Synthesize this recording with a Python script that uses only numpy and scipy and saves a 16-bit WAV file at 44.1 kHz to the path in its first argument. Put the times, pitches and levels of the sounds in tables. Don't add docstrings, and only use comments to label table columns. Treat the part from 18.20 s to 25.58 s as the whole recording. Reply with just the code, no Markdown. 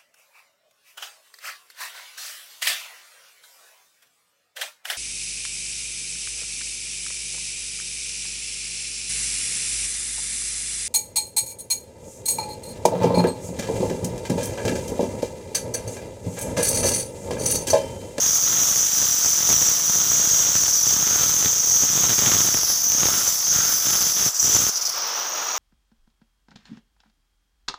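import sys
import numpy as np
from scipy import signal
from scipy.fft import rfft, irfft, next_fast_len
from scipy.io import wavfile
from scipy.ndimage import uniform_filter1d

SR = 44100
rng = np.random.default_rng(int(sys.argv[2]) if len(sys.argv) > 2 else 0)


def inscribe(sig):
    pcm = np.round(np.clip(np.atleast_2d(sig).T, -1, 1) * 32767)
    wavfile.write(sys.argv[1], SR, pcm.astype(np.int16))


def undo_db(level):
    steps = np.asarray(level, float) / 20
    return 10 ** steps


N = 325458
SIZE = next_fast_len(N)
HZ, T = np.fft.rfftfreq(SIZE, 1 / SR), np.arange(N) / SR
CRUMBLE_S = 0.066


def evened(x):
    return x / np.sqrt(np.mean(x ** 2) + 1e-20)


def wander(rate_hz):
    count = N // 64 + 2
    spectrum = rfft(rng.standard_normal(count))
    f = np.fft.rfftfreq(count, 64 / SR)
    slow = irfft(spectrum / (1 + (f / rate_hz) ** 2), count)
    return evened(np.interp(T, np.arange(count) * 64 / SR, slow - slow.mean()))


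def ramp(start_s, rise_s):
    return np.clip((T - start_s) / rise_s, 0, 1)


def level_db(layer, hiss=0, bite_s=0.0027, linger=0.99):
    # (middle [s], spread [s], pressure [dB])
    pushes = [(0.0, 0.022, -5.5), (0.2, 0.06, -6), (0.38, 0.12, 3), (0.82, 0.045, 6), (0.86, 0.25, -6.7),
              (1.06, 0.019, 5), (1.14, 0.028, -2.5), (1.32, 0.023, 7), (1.46, 0.05, 5), (1.62, 0.11, -4.5),
              (1.9, 0.027, 2), (2.58, 0.062, -7), (3.06, 0.16, 4.5), (3.16, 0.056, -4.2), (3.26, 0.012, 5),
              (3.42, 0.074, -5), (3.64, 0.018, 4.1), (3.8, 0.04, 5), (3.96, 0.028, -7), (4.04, 0.11, 10),
              (4.34, 0.019, 2.5), (4.46, 0.018, -4.5), (4.62, 0.066, -10.5), (4.86, 0.062, 6),
              (5.2, 0.072, -12.2), (5.36, 0.039, 6), (5.6, 0.039, -9.5), (5.72, 0.046, 3.5),
              (5.94, 0.024, -9.4), (6.38, 0.068, 5.5)]
    # (time [s], depth [1], lean [1], twist [1])
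    hand = [(0.0, -1.2, 0.47, -0.7), (0.95, -0.5, 0.8, 1.2), (2.2, -1.54, 0.7, -0.12),
            (2.7, 0.1, -0.5, 1.3), (2.8, -0.8, 0.9, -1.7), (3.1, 0, 0.7, 0), (3.55, -1.09, -0.7, -0.5),
            (4.15, 0.65, 0.7, 0), (4.4, 1.1, -1, -0.3), (4.5, 2.5, -0.35, 0.47), (4.7, -0.7, -2, -2),
            (4.9, 1.3, 1.5, -1.4), (5.15, 1.6, 1, 2.5), (5.3, 0.5, -1.3, -2.2), (5.5, 1.27, 2.1, 0),
            (5.8, 1.9, 0.5, -0.42), (6.3, 0, -0.5, 2), (6.5, 2, 1.2, -0.5)]
    # (level [dB], per pressure [dB/dB], per depth [dB], per lean [dB], per twist [dB])
    follow = dict(low=(-21.5, 0.17, -0.8, -0.7, 0.7), high=(-24, 0.33, -1.6, -0.24, -1.26),
              rasp=(-30, 0.11, 1.97, -.5, -.1), side=(-30.5, 0.35, -0.8, 0.6, 1.6),
              fizz=(-37, 0.02, -0.6, 1.7, -0.1), edge=(-37, 0.14, 2.5, -0.6, 0.8),
              top=(-32.5, 0.2, -.3, 1.4, 0.3), thump=(-39.5, 0.96, -0.5, -0.65, 0.2),
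              scrape=(-35, 0.52, 0, 0.7, 0.5), drone=(-43, 0.63, 0.86, 2.5, -1.3),
              air=(-42.5, 0.07, -0.2, -0.5, 0.1), spark=(-41, 0.2, 2.2, -5.5, 1.7))
    # (skimming [dB], spinning free [dB], drift as it swings away [dB/s])
    lifted = dict(low=(-31.5, -31, .3), high=(-38, -40.5, 13), rasp=(-31.5, -30.5, -25),
              side=(-41.5, -55, 5), fizz=(-42.5, -53, -8), edge=(-43.5, -58, -5), top=(-41, -48, .3),
              thump=(-62, -66, -6.5), scrape=(-47.5, -48, .3), drone=(-49, -80, .3), air=(-38, -32, 3.2),
              spark=(-48, -43, 5))
    # (start [s], fall [s], end [s], extra loss of the hiss [dB])
    skims = [
        (6.083, 0.029, 6.195, -4.5),
        (6.495, .012, 9, -1),
    ]
    free_at_s, free_rise_s = 6.715, 0.047

    pose_s, *pose = np.transpose(hand)
    base_db, per_push, *per_pose = follow[layer]
    skim_db, free_db, drift = lifted[layer]
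    coarse = T[::64]
    push_db = sum(db * np.exp(-.5 * ((coarse - mid) / spread) ** 2) for mid, spread, db in pushes)
    pose_db = np.interp(coarse, pose_s, np.dot(per_pose, pose))
    db = np.interp(T, coarse, base_db + per_push * push_db + pose_db)
    for start, fall, end, loss_db in skims:
        skimming = ramp(start, fall * linger) * (1 - ramp(end, bite_s))
        db = db + skimming * (skim_db + hiss * loss_db - db)
    freed_db = free_db + drift * (T - free_at_s)
    return db + ramp(free_at_s, free_rise_s * linger) * (freed_db - db)


def bent(x, ring_index, share, loose_hz):
    # (time [s], low ring shift [Hz], high ring shift [Hz])
    bend = [(0, 10, 45), (0.801, -5, 25), (1.4, -45, -60), (2.1, -40, 20), (2.6, -35, -5), (2.85, 70, -5),
            (3.199, 85, -65), (3.5, 25, 15), (4, 70, -30), (4.3, 50, 45), (4.9, 30, 5), (5.3, 45, -5),
            (5.5, 70, -100), (6.1, 20, -90), (6.2, -20, -10), (6.45, 60, -30), (6.6, -89.5, -19.5),
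            (7.38, -61, 84.5)]
    rows = np.transpose(bend)
    shift_hz = share * np.interp(T, rows[0], rows[1 + ring_index]) + loose_hz * wander(2.2)
    return (signal.hilbert(x, SIZE)[:N] * np.exp(2j * np.pi * np.cumsum(shift_hz) / SR)).real


def ring(drive, modes, drift_db, steep=1.0):
    out = np.zeros(N)
    for hz, width, db in modes:
        resonance = (1 + 1j * (HZ - hz) / (width / 2)) ** -steep
        shape = resonance * HZ / (HZ - 300j)
        struck = rfft(drive * np.sign(rng.random(N) - .5), SIZE)
        out += undo_db(db + drift_db * wander(3.3)) * irfft(struck * shape, SIZE)[:N]
    return out


def grit(wobble, grain_db, flicker_db):
    shaft_hz = 187.6 * (1 + 0.0025 * wander(2.8))
    grains = rng.standard_normal(N) * undo_db(grain_db * np.minimum(rng.exponential(1, N), 5))
    turn = 1 + wobble * np.cos(2 * np.pi * np.cumsum(shaft_hz) / SR)
    return evened(grains * turn * undo_db(flicker_db))


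def catches(extra_db):
    # (time [s], thump [dB], rebounds [count])
    hard_catches = [(0.8273, -19, 0.5), (1.2056, -20.5, 0.5), (1.3025, -15, 3), (1.416, -17.5, 0.5),
                    (1.6976, -16, 0), (1.7593, -19, 0), (1.917, -18, -0.5), (1.9969, -19.5, -0.5),
                    (2.3544, -14.5, 0), (2.6685, -18.5, -0.5), (2.7658, -17.5, 0.5), (3.259, -13, 0),
                    (3.6359, -16, 0), (3.7765, -14.5, 0), (3.8342, -18.5, 2.5), (3.894, -15, 4),
                    (3.983, -18.5, 1), (4.0504, -21, 0), (4.063, -15, 6), (4.1192, -14, 0),
                    (4.1492, -15, 2.5), (4.205, -15, 0), (4.246, -18.5, 2.5), (4.288, -14.5, -0.5),
                    (4.3456, -11.5, 0), (4.8329, -11.5, 0.5), (4.8559, -16, -0.5), (5.6699, -16.5, 0),
                    (6.0637, -16, -0.5), (6.3576, -17, 1)]
    rebound_s, rebound_db = .0085, -1.5
    jolts = np.zeros(N)
    for s, db, rebounds in hard_catches:
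        k = np.arange(round(rebounds) + 1)
        jolts[np.round((s + k * rebound_s) * SR).astype(int)] = undo_db(db + extra_db + k * rebound_db)
    return jolts


def motor():
    # (frequency [Hz], density [dB per Hz])
    air = [(60, -38), (200, -22), (400, -8.5), (650, -1), (900, -0.5), (1250, 1.5), (1900, -7.5),
           (3500, -7), (4500, -8.5), (5800, -3.5), (7000, -13), (8500, -22.5), (13000, -29), (15500, -23)]
    # (frequency [Hz], width [Hz], level [dB])
    contacts = [(14900, 1200, 4), (14860, 340, -3)]
    f, db = np.transpose(air)
    colour = undo_db(np.interp(np.log(HZ + 1), np.log(f + 1), db))
    rush = irfft(rfft(grit(0.073, .8, 1.15 * wander(40.)), SIZE) * colour, SIZE)[:N]
    spark = ring(grit(0.41, 2.1, 4.9 * wander(60.)), contacts, .5, 3.0)
    rush = undo_db(level_db("air", hiss=0.76, bite_s=CRUMBLE_S)) * evened(rush)
    return rush + undo_db(level_db("spark")) * evened(spark)


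def scrape():
    # (frequency [Hz], width [Hz], level [dB])
    slab_modes = [(650, 2250, -5), (1800, 690, -6), (3360, 580, 1.5), (3850, 590, -3)]
    # (frequency [Hz], width [Hz], level [dB])
    slab_note = [(1335, 400, 0)]
    splinter = np.exp(-np.arange(400) / SR / 0.00094)
    splinters = 1 + signal.oaconvolve(catches(20.5), splinter)[:N]
    crumbs = grit(0.021, 4.7, 1.07 * wander(72.0))
    drone = bent(evened(ring(crumbs, slab_note, 0.93, 1.65)), ring_index=1, share=.3, loose_hz=45)
    drone = undo_db(level_db("drone", bite_s=CRUMBLE_S)) * drone
    rubble = evened(ring(splinters * crumbs, slab_modes, 0.74))
    return undo_db(level_db("scrape", bite_s=CRUMBLE_S)) * rubble + drone


def blade():
    # (frequency [Hz], width [Hz], level [dB])
    low_modes = [(5990, 200, 0), (5760, 260, -7), (6200, 250, -11)]
    high_modes = [(6515, 135, 0), (6400, 150, -7), (6660, 150, -11)]
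    rasp_modes = [(4532, 108, -6), (4933, 730, -5.5), (5127, 140, -2), (5464, 260, 2)]
    side_modes = [(7090, 105, 0), (7455, 85, -3), (7820, 110, -9), (8240, 110, -15), (7500, 600, -14)]
    fizz_modes = [(9000, 166, -6.5), (9920, 290, -13), (12430, 650, -11.5), (13350, 280, -19)]
    edge_modes = [(11160, 310, -4.5), (11640, 360, -10.5)]
    top_modes = [(14250, 90, -5), (14750, 450, -8), (15150, 220, 0), (15430, 200, -7)]
    # (time [s], boost [dB], length [s], further boost of the edge hum [dB])
    brushes = [
        (6.143, 6.5, 0.06, -4),
        (6.528, 1, .01, 3),
        (6.556, 6.5, 0.026, 0),
        (6.611, 6.5, 0.013, -5),
        (6.626, 4, 0.0064, 1),
        (6.651, 7, 0.023, -6),
        (6.692, 7, 0.0083, 10),
    ]
    touch = []
    for s, _, length, _ in brushes:
        touch.append(np.clip(np.minimum((T - s) / .0004, (s + length - T) / .004 + 1), 0, 1))
    brush_db, sharp_db = np.transpose(brushes)[1::2] @ touch
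    surge = 1 + signal.oaconvolve(catches(2.5), np.hanning(91), "same")
    chatter = wander(63.0)
    press = grit(0.17, 1.7, 0.24 * chatter)
    spray = grit(0.2, 3.1, 0.34 * chatter + 0.58 * wander(170.0))

    low = bent(evened(ring(press, low_modes, 0.51, 1.56)), ring_index=0, share=1.05, loose_hz=8)
    high = bent(evened(ring(press, high_modes, 0.81, 1.53)), ring_index=1, share=1.05, loose_hz=8)
    scream = undo_db(level_db("low")) * low + undo_db(level_db("high")) * high
    rasp = bent(evened(ring(press, rasp_modes, 1.0, 1.87)), ring_index=0, share=1.2, loose_hz=30.01)
    rasp = undo_db(level_db("rasp", hiss=1.3, linger=1.3, bite_s=0.035)) * rasp
    side = undo_db(level_db("side", linger=2.8)) * evened(ring(press, side_modes, 1.0, 1.21))
    fizz = bent(evened(ring(spray, fizz_modes, 1.7, 1.01)), ring_index=0, share=.4, loose_hz=25)
    fizz = undo_db(level_db("fizz", hiss=1.05, linger=1.9, bite_s=.03) - .4 * brush_db) * fizz
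    edge = bent(evened(ring(spray, edge_modes, 0.83, 1.26)), ring_index=0, share=1.3, loose_hz=59.86)
    edge = undo_db(level_db("edge", hiss=.9, linger=1.5, bite_s=0.016) + sharp_db) * edge
    glint = evened(ring(spray, top_modes, 1.3, 1.28))
    glint = undo_db(level_db("top", hiss=.6) - .3 * brush_db) * glint
    contact = undo_db(brush_db + 0.62 * wander(17.0))
    return surge * contact * (scream + rasp + side + fizz + edge + glint)


def scene():
    return (motor() + scrape() + blade())[None]


def sag(jolts, spike=1.0, dip_s=0.00018, tail_s=0.0018, tail=1.0, corner_hz=111.0, q=0.92):
    t = np.arange(600) / SR
    dip = (t / dip_s) ** 2 * np.exp(2 - 2 * t / dip_s)
    dip += tail * (1 - np.exp(-t / dip_s)) * np.exp(-t / tail_s)
    dip -= spike * np.exp(-((t - .00005) / .00005) ** 2)
    s = 1j * HZ / corner_hz
    bass_cut = s ** 2 / (s ** 2 + s / q + 1)
    return -irfft(rfft(signal.oaconvolve(jolts, dip)[:N], SIZE) * bass_cut, SIZE)[:N]


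def top_cut(x):
    return signal.sosfilt(signal.butter(12, 16710, fs=SR, output="sos"), x)


def record(dry):
    # (low corner [Hz], upper limit [Hz])
    band_hz = (27, 15505)
    x = dry[0]
    thump_db = level_db("thump", bite_s=0.038) + 2.5 + 0.83 * wander(13.0)
    loudness = np.sqrt(abs(uniform_filter1d(x ** 2, size=4001)) + 1e-12)
    excess = np.clip(x / loudness - 2.0, 0, 1.3)
    kicks = evened(sag(excess ** 0.53))
    kicks /= (uniform_filter1d(kicks ** 2, size=1501) + .3) ** .4
    thumps = undo_db(thump_db - 1.0) * evened(kicks)
    under = np.clip(-x / loudness - 3.0, 0, .9)
    crackle = undo_db(thump_db + 1.0) * evened(signal.oaconvolve(under, np.hanning(9))[:N])
    kicked = x + thumps + crackle + sag(catches(-2.5))
    ceiling = .44
    flat = kicked / (1 + (abs(kicked) / ceiling) ** 4) ** .25
    passed = (HZ < band_hz[1]) * HZ ** 2 / (HZ ** 2 + band_hz[0] ** 2)
    heard = irfft(rfft(flat, SIZE) * passed, SIZE)[:N]
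    return top_cut(heard[None])


dry = scene()
out = record(dry)
inscribe(out)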